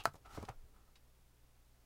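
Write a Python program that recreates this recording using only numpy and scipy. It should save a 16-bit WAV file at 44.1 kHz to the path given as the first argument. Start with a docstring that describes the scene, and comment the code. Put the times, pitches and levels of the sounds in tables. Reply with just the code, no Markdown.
"""Resin egg popping out of a silicone mold

Close up, stretched rubber rasps off a cast resin egg and lets go with one hollow pop: the seal cracks
and a gulp of air rings the cavity. The loose mold wobbles, slides over the fingers and flops onto the
table. A fingernail touches the resin; the small room hums faintly."""
import sys
import numpy as np
from scipy import signal
from scipy.fft import rfft, irfft
from scipy.io import wavfile

SR = 44100
rng = np.random.default_rng(int(sys.argv[2]) if len(sys.argv) > 2 else 0)


def transcribe(u):
    """Save the signal u as a 16-bit wav file named by the first command-line argument.

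    u: samples, shape (n,) or (channels, n), limited to [-1, 1]; the rate is SR.
    q: integer samples, one column per channel.
    """
    v = np.clip(np.atleast_2d(u).T, -1, 1)
    q = np.round(v * 32767).astype(np.int16)
    wavfile.write(sys.argv[1], SR, q)


N = 81585
POP_S, SHARP_RISE_S = 0.055, 0.00025


def amp(db):
    """Decibels to gain."""
    return 10 ** (np.asarray(db) / 20)


def unit(x):
    """Scales to rms 1."""
    return x / np.sqrt(np.mean(x ** 2) + 1e-20)


def read(points, hz):
    """Reads a curve on a log-frequency axis."""
    freq_hz, value = np.transpose(points)
    return np.interp(np.log(hz + 1), np.log(freq_hz + 1), value)


def add(mix, start_s, sound):
    """Mixes a sound in at start_s."""
    part = mix[max(round(start_s * SR), 0):][:len(sound)]
    part += sound[:len(part)]


def click(spectrum, size=4096):
    """A minimum-phase impulse with the given spectrum, peak 1."""
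    log_gain = np.log(amp(read(spectrum, abs(np.fft.fftfreq(size, 1 / SR)))))
    response = np.exp(np.conj(signal.hilbert(log_gain)))
    impulse = np.fft.ifft(response).real[:size // 2]
    return impulse / abs(impulse).max()


def colour(x, spectrum):
    """Shapes a steady sound with an EQ curve, at rms 1."""
    gain = amp(read(spectrum, np.fft.rfftfreq(len(x), 1 / SR)))
    return unit(irfft(rfft(x) * gain, len(x)))


def slips(spectrum, per_s=7800, spread_db=2):
    """Friction texture: dense, tiny stick-slip clicks of uneven size."""
    size = amp(spread_db * np.minimum(rng.exponential(1, N), np.pi)) * rng.standard_normal(N)
    slipping = rng.random(N) < per_s / SR
    return colour(size * slipping, spectrum)


def ring(t, rise_s, t60_s):
    """Envelope with a linear attack and an exponential decay."""
    return np.clip(t / rise_s, 0, 1) * np.exp(-np.log(1000) * np.maximum(t, 0) / t60_s)


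def modes(t, table):
    """Damped modes of alternating sign, struck at t = 0."""
    t = np.maximum(t, 0)
    return sum((-1) ** (k + 1) * amp(db) * np.exp(-np.log(1000) * t / t60) * np.sin(2 * np.pi * hz * t)
               for k, (hz, db, t60) in enumerate(table))


def room_tone(air_db=-68.5):
    """A bed of still room air and mains hum."""
    # rumbling air: freq_hz, gain_db
    air_spectrum = [(10, -3), (28, 1.5), (50, -12.5), (90, -20.5), (140, -16.5), (220, -20.5), (500, -23.5),
                    (1000, -26.5), (2500, -31.5), (8000, -34.5), (16000, -35.5)]
    # mains hum and its octave: pitch_hz, rms_db
    hum_partials = [(59.6, -72), (119.5, -78)]
    t = np.arange(N) / SR
    hum = sum(amp(db) * unit(np.sin(2 * np.pi * (hz * t + rng.random()))) for hz, db in hum_partials)
    return amp(air_db) * colour(rng.standard_normal(N), air_spectrum) + hum


def room_reverb(x, wet_db=-16, predelay_s=0.007):
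    """The small room's short, diffuse tail; the bass lingers longest."""
    # room decay: freq_hz, t60_s
    decay_times = [(100, 0.36), (500, 0.084), (1300, .125), (4000, 0.11), (16000, .11)]
    hz, t, noise = signal.stft(rng.standard_normal(SR // 2), SR, nperseg=256)
    decay = np.exp(-np.log(1000) * t / read(decay_times, hz)[:, None])
    tail = signal.istft(noise * decay, SR)[1]
    wet = np.zeros(N)
    add(wet, predelay_s, signal.fftconvolve(x, tail / np.linalg.norm(tail)))
    return amp(wet_db) * wet


def grip():
    """A dull rustle of skin that dies away as the hands come to rest."""
    # the hands shifting their grip: time_s, level_db
    level_curve = [(0, -59.5), (.2, -69.5), (.35, -60), (0.549, -70.5), (.78, -68), (1.001, -77.5),
                   (1.85, -86.5)]
    # skin rustle: freq_hz, gain_db
    skin_spectrum = [(30, 3), (100, -5), (200, -17), (450, -15.5), (800, -24.5), (3000, -42.5)]
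    level_db = np.interp(np.arange(N) / SR, *np.transpose(level_curve))
    return amp(level_db) * slips(skin_spectrum)


def rubs(fall_db=-30.5):
    """Skin and resin stroke the rubber; their slips sound the hollow mold and a fine hiss."""
    # strokes, each fading by fall_db over fall_s: start_s, rise_s, fall_s, body_db, hiss_db
    strokes = [(0.056, 0.0066, 0.048, -56.5, -58.5), (0.246, 0.012, 0.073, -57, -71),
               (0.269, 0.043, 0.11, -60.5, -70), (0.304, 0.047, 0.24, -55.5, -62),
               (0.405, 0.024, 0.045, -65, -71), (0.48, .011, 0.042, -48, -67.5),
               (0.719, 0.053, .16, -72.5, -86), (.859, .03, 0.067, -75, -98)]
    # the hollow mold: freq_hz, gain_db
    body_spectrum = [(100, -13), (300, -10.5), (560, -15), (800, -2), (1050, -7), (1320, 3), (1600, -12.5),
                     (3000, -17), (8000, -42)]
    # surface hiss: freq_hz, gain_db
    hiss_spectrum = [(500, -30.5), (1800, -3.5), (2700, -5), (4000, -0.5), (5500, 1), (9000, -5.5),
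                     (16000, -14)]
    t, body_power, hiss_power = np.arange(N) / SR, np.zeros(N), np.zeros(N)
    for start_s, rise_s, fall_s, body_db, hiss_db in strokes:
        swell = np.clip((t - start_s) / rise_s, 0, 1)
        stroke = swell * amp(fall_db * np.maximum(t - start_s - rise_s, 0) / fall_s)
        body_power += (amp(body_db) * stroke) ** 2
        hiss_power += (amp(hiss_db) * stroke) ** 2
    return np.sqrt(body_power) * slips(body_spectrum) + np.sqrt(hiss_power) * slips(hiss_spectrum)


def ticks(nail_s=0.96):
    """Short, bright crackles where tacky rubber or a nail meets the resin."""
    # sticky ticks and nail taps: start_s, level_db, t60_s, lowpass_hz
    contacts = [(0.037, -52.5, 0.041, 14600), (0.049, -53, 0.027, 12300), (0.1365, -62.5, 0.062, 14000),
                (0.1544, -57.5, 0.061, 9200), (0.427, -53, 0.023, 12000), (.451, -44.5, 0.025, 5340),
                (0.487, -54, 0.012, 12000), (0.4905, -47, 0.02, 8600), (0.956, -55.5, 0.079, 4800)]
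    # tick brightness: freq_hz, gain_db
    tick_spectrum = [(200, -21), (1300, -4.5), (2500, -8), (4000, -5), (5000, -3), (8000, -7.5),
                     (16000, -4)]
    # resin ringing under the fingernail: pitch_hz, level_db, t60_s
    resin_modes = [(2890, -68, .06), (3820, -65, 0.042)]
    t, crackle = np.arange(N) / SR, np.zeros(N)
    grain = colour(rng.standard_normal(N), tick_spectrum)
    for start_s, level_db, t60_s, lowpass_hz in contacts:
        burst = grain * ring(t - start_s, SHARP_RISE_S, t60_s)
        crackle += amp(level_db) * signal.lfilter(*signal.butter(2, lowpass_hz, fs=SR), burst)
    return crackle + modes(t - nail_s, resin_modes)


def wobble():
    """The released rubber sheet swings and flexes at low, damped pitches."""
    # swings of the sheet: start_s, pitch_hz, level_db, rise_s, t60_s
    swings = [(.070, 138.3, -45, .008, .16), (.072, 85, -51, .009, .15), (.252, 760, -52.5, .007, .065),
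              (.376, 74, -44.5, .007, .25), (.378, 425, -47, .002, .07), (.416, 92, -44, .004, .079),
              (.486, 40.2, -44.5, .008, .15), (.495, 120, -38, .003, .07), (.532, 20.5, -44, .045, .6),
              (.634, 66, -55.5, .008, .19)]
    t = np.arange(N) / SR
    return sum(amp(db) * ring(t - start_s, rise_s, t60_s) * np.sin(2 * np.pi * hz * (t - start_s))
               for start_s, hz, db, rise_s, t60_s in swings)


def slaps(highpass_hz=111):
    """Each slap is a soft push of air and a patter as the rubber settles."""
    # rubber landing on fingers and table: time_s, push_db, push_width_s, patter_db, patter_t60_s
    landings = [(0.074, -34, 0.00046, -43.5, 0.03), (.143, -47, 0.0012, -56.5, 0.13),
                (.155, -45, 0.0016, -59.5, 0.077), (0.375, -37, 0.00018, -44.5, 0.028),
                (0.3781, -33, 0.00024, -56, 0.022), (0.385, -31.5, 0.00055, -60, 0.089),
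                (.388, -43, 0.0005, -52, 0.098), (0.428, -38.5, 0.00045, -46, 0.061),
                (0.4371, -35, 0.00062, -52.5, 0.085), (0.4806, -57, 0.00021, -53.5, 0.047),
                (0.4875, -35, 0.00011, -45.5, 0.049), (0.4924, -43.5, 0.00043, -49.5, .11)]
    # settling rubber: freq_hz, gain_db
    patter_spectrum = [(80, -21), (380, 0), (750, 1), (1200, -6), (1700, -17.5), (2400, -18), (4000, -33.5),
                       (16000, -50.5)]
    t, push, patter_power = np.arange(N) / SR, np.zeros(N), np.zeros(N)
    for time_s, push_db, width_s, patter_db, t60_s in landings:
        push -= amp(push_db) * np.exp(-0.5 * ((t - time_s) / width_s) ** 2)
        patter_power += (amp(patter_db) * ring(t - time_s, SHARP_RISE_S, t60_s)) ** 2
    thuds = signal.lfilter(*signal.butter(1, highpass_hz, "high", fs=SR), push)
    return thuds + np.sqrt(patter_power) * slips(patter_spectrum)


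def peel(level_db=-48.5, t60_s=0.11):
    """The stretched rubber rasps off the resin, fading into the pop."""
    # creaking rubber: freq_hz, gain_db
    rasp_spectrum = [(200, -22.5), (550, -17), (850, 0.5), (1000, -12.5), (1200, -2.5), (2100, -15.5),
                     (2600, -3), (3600, -8.5), (5000, -17.5), (16000, -36.5)]
    return amp(level_db) * ring(np.arange(N) / SR, SHARP_RISE_S, t60_s) * slips(rasp_spectrum)


def pop():
    """The seal tears with a crack, a gulp of air rings the cavity, and the table reflects it all."""
    # the opened cavity, then the empty cups beside it ringing on faintly: pitch_hz, level_db, t60_s
    cavity_modes = [(674, -23.5, 0.019), (1336, -19.5, 0.02), (1624, -21.5, 0.0099), (727, -44, .05),
                    (851, -46, 0.063), (1104, -45, 0.054), (1534, -43.5, 0.096)]
    # the egg and the rim it snaps past: pitch_hz, level_db, t60_s
    rim_modes = [(2180, -47.5, .022), (2480, -40, 0.028), (4010, -32, 0.012), (4600, -26, 0.0032)]
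    # the tearing seal: freq_hz, gain_db
    crack_spectrum = [(100, -25), (1000, -12.5), (3300, -4), (4300, 6), (7000, -0.5), (9500, 2),
                      (11500, -6.5), (13500, 0), (16000, -7.5)]
    gulp_db, gulp_s, cavity_lag_s = -19.5, 0.0008, 0.00023
    crack_db, tear_db, tear_t60_s = -22, -38.5, 0.018
    echo_s, body_echo_db, crack_echo_db = 0.00458, -15.5, -12
    t, mix = np.arange(SR // 4) / SR, np.zeros(N)
    gulp = amp(gulp_db) * np.sin(2 * np.pi * np.minimum(t / gulp_s, 1))  # one push and pull of air
    tear_noise = colour(rng.standard_normal(len(t)), crack_spectrum)
    tear = amp(tear_db) * ring(t, SHARP_RISE_S, tear_t60_s) * tear_noise
    body = gulp + tear + modes(t - cavity_lag_s, cavity_modes) + modes(t, rim_modes)
    crack = -amp(crack_db) * click(crack_spectrum)
    add(mix, POP_S, body)
    add(mix, POP_S, crack)
    add(mix, POP_S + echo_s, amp(body_echo_db) * body)
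    add(mix, POP_S + echo_s, amp(crack_echo_db) * crack)
    return mix


def scene():
    """Mold and hands in mono over the room tone; only the wobble gets no reverb."""
    close = peel() + pop() + slaps() + ticks() + rubs() + grip()
    return (close + wobble() + room_reverb(close) + room_tone())[None]


def record(dry, cutoff_hz=15900):
    """A steep low-pass trims the very top of the treble."""
    lowpass = signal.firwin(511, cutoff_hz, window=("kaiser", 8), fs=SR)
    return signal.oaconvolve(dry, lowpass[None], "same")


dry = scene()
out = record(dry)
transcribe(out)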